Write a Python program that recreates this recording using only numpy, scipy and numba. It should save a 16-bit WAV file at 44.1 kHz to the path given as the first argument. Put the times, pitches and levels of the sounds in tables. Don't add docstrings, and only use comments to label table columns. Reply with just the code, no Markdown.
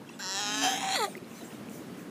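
import sys
import numpy as np
from scipy import signal
from scipy.fft import rfft, irfft
from scipy.io import wavfile
from scipy.ndimage import uniform_filter1d, map_coordinates
from numba import njit

SR = 44100
rng = np.random.default_rng(int(sys.argv[2]) if len(sys.argv) > 2 else 0)


def master_out(mix):
    frames = np.transpose(np.atleast_2d(mix))
    ceiling = np.clip(frames, -1, 1)
    pcm = np.round(ceiling * 32767).astype(np.int16)
    wavfile.write(sys.argv[1], SR, pcm)


def elevation(decibels):
    levels = np.asarray(decibels, float)
    return 10 ** (levels / 20)


N = 92610


def unit(x):
    return x / np.sqrt(np.mean(x ** 2) + 1e-20)


def curves(rows, quiet=None):
    s, *cols = np.transpose(rows)
    t = np.arange(N) / SR
    cols = [np.interp(t, s, c) for c in cols]
    if quiet is not None:
        cols[quiet] = np.where((t < s[0]) | (t > s[-1]), -120, cols[quiet])
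    return cols


def wobble(rate):
    return map_coordinates(rng.standard_normal(N // 50), [np.arange(N) * rate / SR])


def coloured(spectrum, patchy_db):
    hz, _, z = signal.stft(rng.standard_normal(N), SR, nperseg=1024)
    patches = uniform_filter1d(rng.standard_normal(z.shape), 8, 0)
    patches = unit(uniform_filter1d(patches, 4, 1))
    f, db = np.transpose(spectrum)
    shape_db = np.interp(np.log(hz + 1), np.log(f + 1), db)[:, None]
    _, noise = signal.istft(z * elevation(shape_db + patchy_db * patches), nperseg=1024)
    return unit(noise[:N])


def plinks(s, db, hz, t60, rise):
    t = np.arange(SR // 30)[None] / SR
    s, db, hz, t60 = (np.asarray(v)[:, None] for v in (s, db, hz, t60))
    envelope = elevation(db - 60 * t / t60) * (1 - np.exp(-t * hz / 2))
    ring = envelope * np.sin(2 * np.pi * hz * t * (1 + rise * t / t60))
    at = np.round((s + t) * SR).astype(int)
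    return np.bincount(at.ravel(), ring.ravel(), N + SR)[:N]


def surf():
    # time in seconds, level in dB.
    swell = [ [(0.0, -46), (0.172, -46), (0.18, -47)], ][0] + [ [(1.1, -44), (1.16, -44), (1.544, -43),
             (1.916, -42), (2.1, -43.5)], ][0]
    # frequency in Hz, level in dB per Hz.
    roar = [(15, -79), (25, -16.5), (210, -0.5), (872, -20), (1080, -20), (1850, -23.5), (5020, -33.5),
            (12900, -39), (15500, -43)]
    db, = curves(swell)
    return elevation(db + 0.24 * wobble(8.2)) * coloured(roar, patchy_db=1.0)


def shallows():
    # start in seconds, length in seconds, fizz level in dB, airy spray level in dB.
    swishes = [
        (0.045, 0.21, -56, -105),
        (1.002, 0.23, -49, -54.5),
        (1.241, 0.49, -52, -55),
        (1.677, 0.2, -68, -51),
        (1.947, 0.15, -63, -57.5),
    ]
    # start in seconds, peak level in dB, pitch in Hz, decay by 60 dB in seconds.
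    drips = [(.016, -39, 900, 0.033), (0.049, -34, 1530, 0.0092), (0.091, -37, 2680, 0.031),
             (0.093, -37, 5170, 0.0045), (0.098, -24, 990, 0.0087), (1.152, -23, 2034, 0.011),
             (1.165, -26, 357, 0.056), (1.178, -32.5, 2460, 0.011), (1.222, -29, 372, .05),
             (1.2444, -45, 4180, 0.014), (1.506, -31, 2720, 0.0059), (1.525, -34, 2720, 0.0077),
             (1.687, -27, 2560, 0.0048), (1.697, -23, 7800, 0.0012), (1.993, -41.5, 2480, .02)]
    # frequency in Hz, level in dB per Hz.
    fizz = [(900, 2), (1800, -5), (2800, 1.5), (4500, -7.5), (8700, -3), (15500, -59)]
    spray = [(3000, -34), (6000, 11.5), (12000, 5.5), (15500, 9.5)]
    bubbles_per_s, bubble_hz, bubble_db = 1200, 3000, -15

    t = np.arange(N) / SR
    swell = [np.sin(np.pi * np.clip((t - s) / length, 0, 1) ** 0.66) ** 2 for s, length, *_ in swishes]
    stir, air = elevation(np.transpose(swishes)[2:]) @ swell

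    start, pitch, size, ringing = rng.random((round(bubbles_per_s * N / SR), 4)).T
    hz = bubble_hz * np.exp(1.94 * (pitch - .5))
    bubbles = plinks(start * N / SR, -2.5 * np.log(size), hz, (6 + 14 * ringing) / hz, rise=0.34)

    water = stir * (coloured(fizz, patchy_db=8) + elevation(bubble_db) * unit(bubbles))
    return water + air * coloured(spray, patchy_db=2.5) + plinks(*np.transpose(drips), rise=0.0094)


def squeak_and_moan():
    # start in seconds, length in seconds, from Hz, to Hz, level in dB.
    squeak_rows = [
        (.192, .024, 1380, 1610, -41),
        (.953, .03, 2060, 1970, -37),
        (1.038, .014, 1950, 1900, -39),
    ]
    # time in seconds, pitch in Hz, level in dB.
    moan = [(.43, 250, -54), (.47, 250, -47), (.54, 276, -45), (.588, 278, -36), (.66, 277, -40),
            (.70, 270, -49), (.74, 283, -44), (.81, 283, -46), (.88, 240, -52)]

    s, length, from_hz, to_hz, db = np.transpose(squeak_rows)[..., None]
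    u = np.clip((np.arange(N) / SR - s) / length, 0, 1)
    hz = from_hz + (to_hz - from_hz) * np.clip(2 * u, 0, 1)
    envelope = elevation(db) * np.sqrt(np.abs(np.sin(np.pi * u))) * (u < 1)
    squeaks = envelope * np.sin(2 * np.pi * np.cumsum(hz, axis=1) / SR)

    low_hz, low_db = curves(moan, quiet=1)
    low = elevation(low_db + 1.2 * wobble(33.5)) * np.sin(2 * np.pi * np.cumsum(low_hz) / SR)
    return np.sqrt(2) * (squeaks.sum(axis=0) + low)


def whistle():
    # time in seconds, pitch in Hz, level in dB.
    held_line = [(.62, 684, -50), (.634, 735, -41), (.682, 752, -29), (.702, 770, -38), (.744, 756, -34),
                 (.768, 759, -41), (.784, 763, -35), (.808, 790, -50), (.832, 778, -39), (.856, 779, -42),
                 (.872, 769, -32.5), (.935, 771, -36)]
    falling_line = [(.952, 765, -32), (.966, 675, -41), (.978, 590, -37), (.99, 518, -35),
                    (1.002, 465, -36), (1.025, 428, -36), (1.048, 398, -35.5), (1.062, 385, -41),
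                    (1.085, 378, -58)]
    # multiple of the pitch, dB while held, dB falling fast, dB at the end.
    overtones = [(2, -16, -3, 4), (3, -26, -8, 1), (4, -24, -14, -10), (5, -30, -16, -12),
                 (6, -40, -22, -15)]
    held_to_s, fast_s, catch_s, end_s, close_s, shut_s = .948, .96, .986, 1.008, 1.05, 1.075
    catch_db, shut_db = -13, -14

    hz, db = curves([*held_line, *falling_line], quiet=1)
    held, = curves([(held_to_s, 1), (fast_s, 0)])
    phase = 2 * np.pi * np.cumsum(hz * (1 + .011 * (0.27 + held) * wobble(60.35))) / SR
    level = elevation(db + 2.8 * held * wobble(55))

    tone = np.cos(phase)
    for multiple, held_db, fast_db, end_db in overtones:
        overtone_db, = curves([(held_to_s, held_db), (fast_s, fast_db), (catch_s, end_db + catch_db),
                               (end_s, end_db), (close_s, end_db), (shut_s, end_db + shut_db)])
        tone = tone + elevation(overtone_db + 0.42 * wobble(50.6)) * np.cos(round(multiple) * phase)

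    closing_db, = curves([(close_s, 0), (shut_s, shut_db / 2)])
    puffs = unit(np.exp(2.7 * np.cos(phase)) * rng.standard_normal(N))
    puff_level = elevation(1 + 0.28 * wobble(63.8)) * level * (1 - held) * elevation(closing_db)
    return np.sqrt(2) * level * tone, puff_level * puffs


def buzz():
    # time in seconds, pulse rate in Hz, level in dB.
    clean = [(0.195, 204.5, -44), (0.249, 184.3, -40), (0.381, 198.3, -34.5), (0.401, 209.5, -35.5),
             (0.453, 205.1, -36), (0.607, 217, -34), (0.623, 221.8, -32)]
    rasp = [(0.637, 222.8, -28), (0.701, 220.8, -31.5), (0.738, 222.1, -33.5), (0.799, 213, -36),
            (0.872, 213.5, -35), (0.949, 211.6, -31), (0.966, 225.6, -28.5), (0.986, 219, -47),
            (0.998, 227.5, -46)]
    # time in seconds, roughness from 0 to 1.
    roughness = [(.19, .6), (.225, .22), (.26, .15), (.39, .13), (.405, .3), (.42, .13), (.61, .13),
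                 (.635, .45), (.72, .52), (.78, .75)]
    onset_s, burst_s = .1905, .0013
    jitter, shimmer_db, lump_db = .25, 1, 1.8

    hz, db = curves([(onset_s, *clean[0][1:]), *clean, *rasp], quiet=1)
    rough, = curves(roughness)
    phase = np.cumsum(hz) / SR
    cycles = np.arange(1, int(phase[-1]))
    chance = rng.standard_normal((N // 100, 3))[:len(cycles)]
    at = np.interp(cycles, phase, np.arange(N))
    r = rough[at.astype(int)]
    at = np.clip(at + jitter * r ** 2 * chance[:, 0] * SR / hz[at.astype(int)], 8, N - 10)

    taps = np.floor(at)[:, None] + np.arange(-7, 9)
    offset = taps - at[:, None]
    kernel = np.sinc(offset) * np.cos(np.pi * offset / 16) ** 2

    def train(spread_db):
        return np.bincount(taps.astype(int).ravel(), (kernel * elevation(spread_db)[:, None]).ravel(), N)[:N]

    clicks = train(shimmer_db * chance[:, 1])
    clicks = unit(signal.lfilter(*signal.butter(4, 7500, fs=SR), clicks))

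    t = np.arange(SR // 50) / SR
    gate = signal.fftconvolve(train(lump_db * r * chance[:, 2]), t * np.exp(-t / burst_s))[:N]
    bursts = unit(gate * rng.standard_normal(N))
    return elevation(db) * (np.sqrt(1 - rough) * clicks + np.sqrt(rough) * bursts)


@njit
def resonate(x, pole, turn, gain):
    y = np.zeros(len(x))
    for k in range(pole.shape[0]):
        a = b = 0.
        for n in range(2, len(x)):
            r = pole[k, n]
            a, b = (1 - r * r) / 2 * (x[n] - x[n - 2]) + 2 * r * turn[k, n] * a - r * r * b, a
            y[n] += gain[k, n] * a
    return y


def throat(x):
    # time in seconds, mouth shape (0 narrow, 1 drawn, 2 wide, 3 gaping).
    mouth = [(.19, 0.28), (.3, 0.086), (.42, 0.74), (.52, 1.03), (.62, 0.97), (.72, 1.1), (.82, 1.88),
             (.94, 1.93), (.97, 2.75), (1.0, 2.93)]
    # frequency in Hz, width in Hz, level in dB.
    narrow = [(525, 170, -7.5), (900, 64, 5), (1500, 350, -5.5), (1910, 71, 1), (2705, 150, -5.5),
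              (3425, 85, -3), (4020, 117, 2), (5350, 810, -5), (7450, 200, -2), (9800, 1300, -19),
              (11700, 1500, -11.5), (13800, 2000, -19)]
    drawn = [(480, 190, -9.5), (734, 60, 6), (1460, 360, -5), (1752, 69, 4), (2570, 360, -6.5),
             (3153, 49, 9), (3810, 140, -2.5), (5730, 1560, -7), (7420, 1020, -7), (9800, 2000, -17),
             (11650, 1100, -15.5), (14400, 2000, -19)]
    wide = [(514, 150, -33), (900, 290, 3.5), (1490, 150, -1.5), (1670, 1430, -1.5), (3000, 660, -1),
            (3190, 150, 6), (4090, 510, -1), (5570, 2400, -9), (7340, 1600, -1), (9200, 1200, -10.5),
            (11070, 1400, -14), (14400, 3000, -24)]
    gaping = [(530, 143, -10), (1240, 650, -5), (1700, 300, -0.5), (2046, 45, 6), (2530, 200, -20),
              (3390, 260, 5), (4173, 1120, -0.5), (5870, 960, -8), (7340, 1400, -7), (9600, 1500, -8.5),
              (10650, 840, -9), (14000, 2400, -16)]
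    signs = [1, 1, -1, 1, -1, 1, -1, 1, -1, 1, -1, 1]

    shape, = curves(mouth)
    shapes = np.array([narrow, drawn, wide, gaping])
    hz, width, db = (
        np.array([np.interp(shape, np.arange(len(shapes)), mode) for mode in shapes[..., column].T])
        for column in range(3))
    drift = np.array([[wobble(13.87), wobble(9.27)] for _ in signs])
    hz = hz * (1 + .01 * drift[:, 1])
    width = np.abs(width)
    gain = elevation(db + 1.4 * drift[:, 0]) * np.array(signs)[:, None]
    gain /= np.sqrt(np.sum(gain ** 2 * width * np.pi / SR, 0))
    return resonate(x, np.exp(-np.pi * width / SR), np.cos(2 * np.pi * hz / SR), gain)


def mirrored(x, from_hz, ms):
    bright = signal.sosfiltfilt(signal.butter(3, from_hz, "high", fs=SR, output="sos"), x)
    return map_coordinates(bright, [np.arange(N) - ms * SR / 1000], order=5)


def off_water(x):
    # time in seconds, extra path in ms, mirror level in dB.
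    bounce = [(.19, .715, -9), (.3, .715, -6), (.42, .747, -4), (.5, .778, -1), (.62, .814, -2),
              (.7, .807, -1), (.76, .783, -3), (.85, .725, -3), (1.02, .70, -1)]
    ripple_db = 2.5
    ms, db = curves(bounce)
    water_gain = elevation(np.minimum(db + ripple_db * wobble(14), 0))
    water = water_gain * mirrored(x, 3600, ms + .004 * wobble(18))
    sand_gain = elevation(-5 + ripple_db * wobble(10))
    sand = sand_gain * mirrored(x, 6500, .72 * ms + .03 * wobble(6))
    return x + water + sand


def scene():
    tone, puffs = whistle()
    pup = off_water(throat(buzz() + puffs)) + tone
    echo_db, echo_t60 = -14, .1
    t = np.arange(SR // 4) / SR
    tail = rng.standard_normal(len(t)) * elevation(-60 * t / echo_t60) * (t > .004)
    shore = elevation(echo_db) * signal.fftconvolve(pup, tail / np.linalg.norm(tail))[:N]
    return (pup + shore + squeak_and_moan() + shallows() + surf())[None]


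def top_cut(x):
    return signal.sosfilt(signal.butter(12, 15680, fs=SR, output="sos"), x)


def record(dry):
    cut = signal.sosfilt(signal.butter(3, 148.6, "high", fs=SR, output="sos"), dry)
    cut = irfft(rfft(cut) * (np.fft.rfftfreq(N, 1 / SR) < 15400), N)
    return top_cut(cut)


dry = scene()
out = record(dry)
master_out(out)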